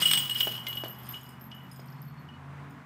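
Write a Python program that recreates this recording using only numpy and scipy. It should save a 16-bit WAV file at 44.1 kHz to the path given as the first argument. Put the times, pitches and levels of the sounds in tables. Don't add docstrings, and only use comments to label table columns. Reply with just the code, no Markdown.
import sys
import numpy as np
from scipy import signal
from scipy.fft import rfft, irfft
from scipy.io import wavfile

SR = 44100
rng = np.random.default_rng(int(sys.argv[2]) if len(sys.argv) > 2 else 0)


def voltage_ratio(decibels):
    exponent = np.asarray(decibels, float) / 20
    return 10 ** exponent


def inscribe(sig):
    pcm = np.round(np.clip(np.atleast_2d(sig).T, -1, 1) * 32767)
    wavfile.write(sys.argv[1], SR, pcm.astype(np.int16))


N = 125685
T = np.arange(N) / SR


def rms_one(x):
    return x / np.sqrt(np.mean(x ** 2) + 1e-20)


def in_time(rows):
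    s, *columns = np.transpose(rows)
    return [np.interp(T, s, column) for column in columns]


def drift(rate_hz):
    knots = 1.2 * rng.standard_normal(400)
    return np.interp(T * rate_hz * 2, np.arange(400), knots)


def colour(x, points):
    hz, db = np.transpose(points)
    bins_hz = np.arange(N // 2 + 1) * SR / N
    gain = voltage_ratio(np.interp(np.log(bins_hz + 1), np.log(hz), db))
    return irfft(rfft(x) * rms_one(gain), N)


def filtered(x, order, hz, kind):
    return signal.sosfilt(signal.butter(order, hz, kind, fs=SR, output="sos"), x)


def swell(at_s, span_s):
    return np.exp(-((T - at_s) / span_s) ** 2)


def clicks_at(s, db):
    out = np.zeros(N)
    out[np.minimum((np.asarray(s) * SR).astype(int), N - 1)] = voltage_ratio(db)
    return out


def decay_per_sample(t60):
    return voltage_ratio(-60 / (t60 * SR))


def resonate(x, hz, t60):
    r, w = decay_per_sample(t60), 2 * np.pi * hz / SR
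    return signal.lfilter([0, np.sin(w)], [1, -2 * r * np.cos(w), r * r], x + 1e-18)


def noise_bursts(clicks, t60):
    envelope = signal.lfilter([1], [1, -decay_per_sample(t60)], np.abs(clicks) + 1e-18)
    return envelope * rng.standard_normal(N)


# (time [s], level [dB])
CHAIN_SWING = [(0, -42), (.18, -52.5), (.27, -57), (.35, -56.5), (.41, -53.5), (.56, -62), (.62, -72),
               (.69, -65), (.86, -73), (.95, -77), (1.06, -68.5), (1.16, -70.5), (1.3, -80), (1.37, -88),
               (1.7, -82.5), (1.74, -80.5), (2.85, -101.5)]
RATTLES_PER_S, RATTLE_SPREAD_DB = 800.0, 3


def rattle():
    draw = rng.random((6000, 2))
    s = np.cumsum(-np.log(draw[:, 0])) / RATTLES_PER_S
    extra_db = RATTLE_SPREAD_DB * np.minimum(-np.log(draw[:, 1]), 3.0)
    db = np.interp(s, *np.transpose(CHAIN_SWING)) + extra_db
    inside = s < T[-1]
    return s[inside], db[inside]


def strike(pitches, modes, s, db, rattle_db, uneven_db, sway_db, lean_db=0):
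    out = 0
    contact = signal.windows.hann(int(0.0015 * SR))
    contact_samples = np.arange(len(contact))
    for hz, (mode_db, t60) in zip(pitches, modes):
        blow_db = db + lean_db * np.sign(hz - 13500) + uneven_db * rng.standard_normal(len(s))
        small_s, small_db = rattle()
        clicks = clicks_at(s, blow_db) + clicks_at(small_s, small_db + rattle_db)
        soft = np.cos(2 * np.pi * hz / SR * contact_samples) * contact * 2 / contact.sum()
        rung = resonate(np.convolve(clicks, soft)[:N], hz, t60)
        out = out + voltage_ratio(mode_db + sway_db * drift(45)) * rung
    return out


# (frequency [Hz], density [dB per Hz])
AIR_COLOUR = [(60, -18.5), (130, 1), (250, -4.5), (520, -14.5), (1000, -6), (2000, -14.5), (4500, -33),
              (16000, -46)]
# (time [s], level [dB])
AIR_LEVEL = [
    (0, -48.5),
    (1.35, -54),
    (2.3, -55.5),
    (2.58, -51.5),
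    (2.85, -55),
]


def air():
    noise = colour(rng.standard_normal(N), AIR_COLOUR)
    return noise * voltage_ratio(in_time(AIR_LEVEL)[0] + 3 + 1.2 * drift(6.6))


# (time [s], strongest order [Hz], level [dB])
ENGINE = [
    (0, 166, -47.5),
    (.15, 151, -45),
    (.32, 126.4, -49),
    (.52, 122.2, -47.5),
    (1.5, 131, -51.5),
    (2.09, 135.2, -45.5),
    (2.29, 137.5, -53.5),
    (2.55, 140.6, -44),
    (2.85, 144, -51.5),
]
# (multiple of strongest [ratio], level [dB])
ENGINE_ORDERS = [
    (.62, -16),
    (4 / 3, -12.5),
    (5 / 3, -12.5),
    (11 / 6, -16),
    (2.0, -15.5),
]
# (frequency [Hz], level [dB], centre [s], length [s])
DRONES = [
    (152, -47.5, 2.08, 0.26),
    (87, -53.5, 2.53, 0.25),
]


def engine():
    hz, db = in_time(ENGINE)
    turn = 2 * np.pi * np.cumsum(hz) / SR
    out = voltage_ratio(db + 0.4 * drift(5.9)) * np.sin(turn)
    for multiple, order_db in ENGINE_ORDERS:
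        level = voltage_ratio(db.mean() + order_db + 3.5 * drift(5.1))
        out = out + level * np.sin(multiple * turn + 1.6 * drift(3.4))
    for drone_hz, drone_db, at_s, span_s in DRONES:
        drone = np.sin(2 * np.pi * drone_hz * T + 3.44)
        out = out + voltage_ratio(drone_db) * swell(at_s, span_s) * drone
    return np.sqrt(2) * out


# (time [s], level [dB])
CHIRPS = [
    (1.8, -79),
    (1.89, -72.5),
    (1.935, -79),
    (1.975, -69),
    (2.03, -76),
    (2.1, -67.5),
    (2.15, -77),
    (2.2, -69),
    (2.27, -80),
    (2.34, -75),
]
CHIRP_HZ, CHIRP_SPAN_S = 4360, 0.024


def cricket():
    shape = sum(voltage_ratio(db) * swell(s, CHIRP_SPAN_S) for s, db in CHIRPS)
    once = resonate(rng.standard_normal(N), CHIRP_HZ, 0.03)
    return shape * rms_one(resonate(once, CHIRP_HZ, 0.03))


# (time [s], peak level [dB])
THUDS = [
    (.02, -33.5),
    (0.4712, -24.5),
    (0.476, -31),
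    (0.656, -49),
    (0.7589, -42),
    (0.8367, -26),
    (0.84, -38.5),
    (.859, -33),
    (1.794, -40.5),
]
# (frequency [Hz], level [dB], t60 [s])
DISC_MODES = [(375, -9.5, 0.022), (706, -12.5, 0.038), (1100, -14, 0.01), (1670, 15, 0.007),
              (2550, -30, .015)]
# (centre [s], length [s], level [dB])
SCUFF = (1.1, 0.056, -53)


def disc():
    s, db = np.transpose(THUDS)
    push = -filtered(clicks_at(s, db) + 1e-18, 2, [280, 800], "band")
    body = sum(voltage_ratio(mode_db - 2) * resonate(push, hz, t60) for hz, mode_db, t60 in DISC_MODES)
    at_s, span_s, scuff_db = SCUFF
    scuff = voltage_ratio(scuff_db) * swell(at_s, span_s) * rng.standard_normal(N)
    dirt = noise_bursts(clicks_at(s, db - 8.5), 0.056) + scuff
    return voltage_ratio(23.0) * push + body + filtered(dirt, 2, [400, 4000], "band")


# (time [s], peak level [dB])
WIRE_KNOCKS = [(0.3808, -37.5), (0.9462, -59), (1.0324, -60), (1.065, -56), (1.1218, -50), (1.17, -62),
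               (1.211, -56), (1.2628, -60), (1.29, -52.5), (1.5459, -65), (1.714, -53), (1.76, -57.5),
               (1.7982, -58), (1.8595, -65.5), (2.7057, -65.5)]
WIRE_HZ = [5060, 6740, 7311, 7677, 8791, 11100, 11690, 13650]
# (level [dB], t60 [s])
WIRE_MODES = [(-11.5, 0.13), (-14, 0.14), (-28, 0.032), (-21, 0.14), (-13.5, .13), (-13.5, 0.15),
              (-15.5, 0.093), (-9, .16)]
# (time [s], peak level [dB])
POLE_TICKS = [(0.5194, -60), (0.7297, -56), (0.7657, -55), (1.264, -59), (1.4102, -65), (1.5145, -60),
              (1.725, -68), (1.76, -67), (1.7994, -70), (1.82, -78), (1.8841, -61), (1.925, -61.5),
              (2.0258, -65), (2.2877, -68)]
POLE_HZ = [4950, 5190, 5600]
# (level [dB], t60 [s])
POLE_MODES = [(6.5, 0.016), (-0.5, .04), (-1, 0.0215)]


def wires_and_pole():
    twins_hz = list(WIRE_HZ) + [hz * 1.0045 for hz in WIRE_HZ]
    twin_modes = list(WIRE_MODES) + list(WIRE_MODES)
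    wires = strike(twins_hz, twin_modes, *np.transpose(WIRE_KNOCKS), rattle_db=-10, uneven_db=2.5, sway_db=5.5)
    pole = strike(POLE_HZ, POLE_MODES, *np.transpose(POLE_TICKS), rattle_db=-10, uneven_db=2.5, sway_db=4.5)
    return wires + pole


def chatter(s, db, lean_db):
    gaps_s = 0.024 * rng.uniform(0.71, 1.3, (len(s), 3))
    rebound_s = s[:, None] + np.cumsum(gaps_s, axis=1)
    rebound_db = db[:, None] - (5.5 * np.arange(1, 4) + 5.5)
    all_s = np.r_[s, rebound_s.ravel()]
    all_db = np.r_[db, rebound_db.ravel()]
    return all_s, all_db, np.r_[lean_db, np.repeat(lean_db, 3)]


# (time [s], peak level [dB], lean to the upper family [dB])
CLASHES = [(.1106, -29, 8), (0.133, -24, 3), (0.17, -32, -2), (0.231, -39, 0), (.295, -32, 0.5),
           (.3486, -28.5, 5), (.401, -22, 3), (0.474, -32, 3.5), (0.5156, -36, 5), (0.565, -46, -7),
           (.594, -44, 6), (.666, -37, 4), (0.6837, -31, 1), (0.7305, -48, 3), (.753, -36.5, -1),
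           (0.777, -36, -0.5), (.845, -42, -1), (0.882, -35.5, -1.5), (0.9857, -47, -2), (1.0323, -43, -1),
           (1.0895, -48, -11), (1.109, -40, 3), (1.16, -50, -1), (1.232, -44, -2), (1.2884, -55, 3),
           (1.3965, -58, 0), (1.4108, -47, -3), (1.4414, -50.5, -4), (1.547, -47.5, -2), (1.6337, -54, 4),
           (1.7175, -53, -2), (1.8575, -56, 0), (1.878, -61, -1), (1.9013, -55, -3), (2.0177, -48.5, -2.5),
           (2.0512, -52.5, -1.5), (2.1962, -62, -5), (2.6978, -63, 2)]
# (frequency [Hz], spread between links [Hz])
LINK_HZ = [(12830, 100), (14170, 85), (15350, 100), (12400, 120)]
# (level [dB], t60 [s])
LINK_MODES = [(-10.5, 0.094), (-16.5, 0.104), (-22.5, .06), (-16.5, .04)]


def links():
    s, db, lean_db = chatter(*np.transpose(CLASHES))
    steps = np.linspace(-1.8, 1.8, 9)
    pitches = [hz + width_hz * (k + rng.uniform(-0.2, 0.2)) for hz, width_hz in LINK_HZ for k in steps]
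    modes = [(mode_db - 1.9 * k * k, t60) for mode_db, t60 in LINK_MODES for k in steps]
    tick = filtered(noise_bursts(clicks_at(s, db - 11), 0.024), 2, 6000, "high")
    rung = strike(pitches, modes, s, db - 5.0, rattle_db=-6.5, uneven_db=6.5, sway_db=4.5, lean_db=lean_db)
    return rung + tick


# (time [s], level [dB], length [s], detune [Hz])
RING_FREE = [(0.019, -19, 0.012, -0.5), (0.053, -19.5, 0.015, -9.5), (0.079, -18.5, 0.016, 7),
             (0.11, -20, 0.0065, 2.5), (0.14, -23.5, 0.048, -9), (0.186, -30.5, 0.098, 9.5),
             (0.294, -27, 0.029, -7), (0.351, -29, 0.04, 1), (0.402, -23.5, 0.0086, 0),
             (0.425, -26.5, 0.029, -10), (0.471, -30, 0.019, 17), (.508, -34, 0.058, -0.5),
             (0.589, -43, 0.075, -5), (0.666, -32, 0.081, -5), (0.769, -32, 0.052, -4),
             (0.844, -40, 0.085, 4), (0.952, -52.5, 0.3, -1), (1.135, -39, 0.064, 5),
             (1.245, -53, 0.17, -1.5), (1.51, -47, .07, 4), (1.604, -55, 0.076, 0.5),
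             (2.285, -53.5, .08, 2.5)]
# (time [s], peak level [dB])
DULL_BLOWS = [
    (.408, -51),
    (.6685, -33),
]
# (time [s], peak level [dB])
TOP_BLOWS = [
    (.024, -46),
    (0.054, -26),
    (0.089, -42),
    (.136, -40),
    (.172, -27.5),
    (.35, -45),
    (.405, -32),
    (.55, -49),
    (.668, -60),
]
FREE_HZ, FREE_T60_S = 2924, 0.6
FREE_EDGE_S, FREE_STOP_S = 0.0036, 0.013


def free_ring():
    out = 0
    for s, db, length, detune in RING_FREE:
        age = T - s
        start = np.clip(age / FREE_EDGE_S, 0, 1)
        caught = np.exp(-(np.maximum(age - length, 0) / FREE_STOP_S) ** 2)
        level = voltage_ratio(db - 60 * np.maximum(age, 0) / FREE_T60_S)
        out = out + level * start * caught * np.sin(2 * np.pi * (FREE_HZ + detune) * T)
    dull = resonate(clicks_at(*np.transpose(DULL_BLOWS)), 2100, 0.09)
    top = resonate(clicks_at(*np.transpose(TOP_BLOWS)), 15561, 0.41)
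    return out * voltage_ratio(1.98 * drift(60)) + dull + top * voltage_ratio(1.4 * drift(30))


# (time [s], peak level [dB], overtones [dB], crack [dB])
RING_BLOWS = [(0.0222, -23, -8, -2.5), (0.0563, -20, -11, -18), (0.0818, -25.5, -8, -10),
              (0.1124, -23.5, -3, 0.5), (0.1341, -18.5, -3.5, 0), (0.1747, -21.5, -9.5, -4.5),
              (0.193, -39, -16, -9), (0.224, -30, -12, -13.5), (0.253, -33, -32, -5),
              (0.2961, -31, -7.5, -4), (0.3112, -34, -9, -6), (0.3583, -31, -19, -7.5),
              (0.406, -19.5, -17.5, -5), (0.477, -30, -28, -22), (0.5225, -36.5, -24, -3),
              (0.5524, -33, -20, -11.5), (0.5771, -36, -23, -8), (0.6677, -31, -24, -2),
              (0.701, -54, -25, -13), (0.728, -33.5, -42, -5.5), (0.7723, -35.5, -22.5, -5),
              (0.8512, -40, -32, -10), (1.1432, -35.5, -40, -8.5), (1.516, -42.5, -40, -8),
              (2.2877, -50.5, -35, -24)]
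RING_LOW_HZ = [2908, 2948, 2985, 3119, 3148]
# (level [dB], t60 [s])
RING_LOW = [(-12, 0.26), (-9.5, 0.22), (-17, 0.425), (-10.5, 0.099), (-15, 0.23)]
RING_HIGH_HZ = [8128, 8181, 8235, 8331, 15269, 5290, 11654]
# (level [dB], t60 [s])
RING_HIGH = [(-12.5, 0.18), (-2.5, 0.23), (-5.5, .15), (-9.5, .15), (-26, 0.11), (-8.5, 0.073), (-20, .12)]
CLANK_HZ = [2050, 2280, 3200, 3290, 3379, 3528, 3780, 4150]
# (level [dB], t60 [s])
CLANK = [(-15, .06), (-9, 0.035), (3, 0.04), (-4, 0.048), (-5, .06), (-16.5, 0.045), (-20, 0.055),
         (-16.5, 0.053)]
# (frequency [Hz], density [dB per Hz])
CRACK_COLOUR = [(500, -16), (1300, 3.5), (2200, -2.5), (3300, 0.5), (5000, -2), (15000, -20)]
# (frequency [Hz], density [dB per Hz])
WASH_COLOUR = [(500, -38), (1200, 1), (3300, 6.5), (6000, -4), (10000, -1), (15500, -9.5)]


def steel_ring():
    s, db, high_db, crack_db = np.transpose(RING_BLOWS)
    low = strike(RING_LOW_HZ, RING_LOW, s, db, rattle_db=-1.5, uneven_db=4.0, sway_db=0.7)
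    high = strike(RING_HIGH_HZ, RING_HIGH, s, db + high_db, rattle_db=-18.5, uneven_db=2.5, sway_db=2.5)
    clank = strike(CLANK_HZ, CLANK, s, db + crack_db, rattle_db=-4.0, uneven_db=3.0, sway_db=3.5)
    crack = colour(noise_bursts(clicks_at(s, db + crack_db - 5.0), 0.045), CRACK_COLOUR)
    wash = voltage_ratio(4.5) * colour(noise_bursts(clicks_at(*rattle()), 0.0078), WASH_COLOUR)
    return low + high + clank + crack + wash


def wood(x):
    t = T[:SR // 2]
    decay = voltage_ratio(-60 * t / 0.31)
    onset = np.minimum(t / 0.0096, 1)
    tail = rng.standard_normal(len(t)) * decay * onset
    tail = tail / np.sqrt(np.sum(tail ** 2))
    return x + voltage_ratio(-8) * signal.oaconvolve(x, tail)[:N]


def scene():
    background = air() + engine() + cricket()
    near = wood(disc() + wires_and_pole() + links() + steel_ring())
    return (background + near + free_ring())[None]


def low_pass(x):
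    return signal.sosfilt(signal.butter(12, 16470, fs=SR, output="sos"), x)


def record(dry):
    x = filtered(dry, 6, 76.5, "high")
    x = signal.sosfilt(signal.cheby2(16, 60, 16100, fs=SR, output="sos"), x)
    return low_pass(x)


dry = scene()
out = record(dry)
inscribe(out)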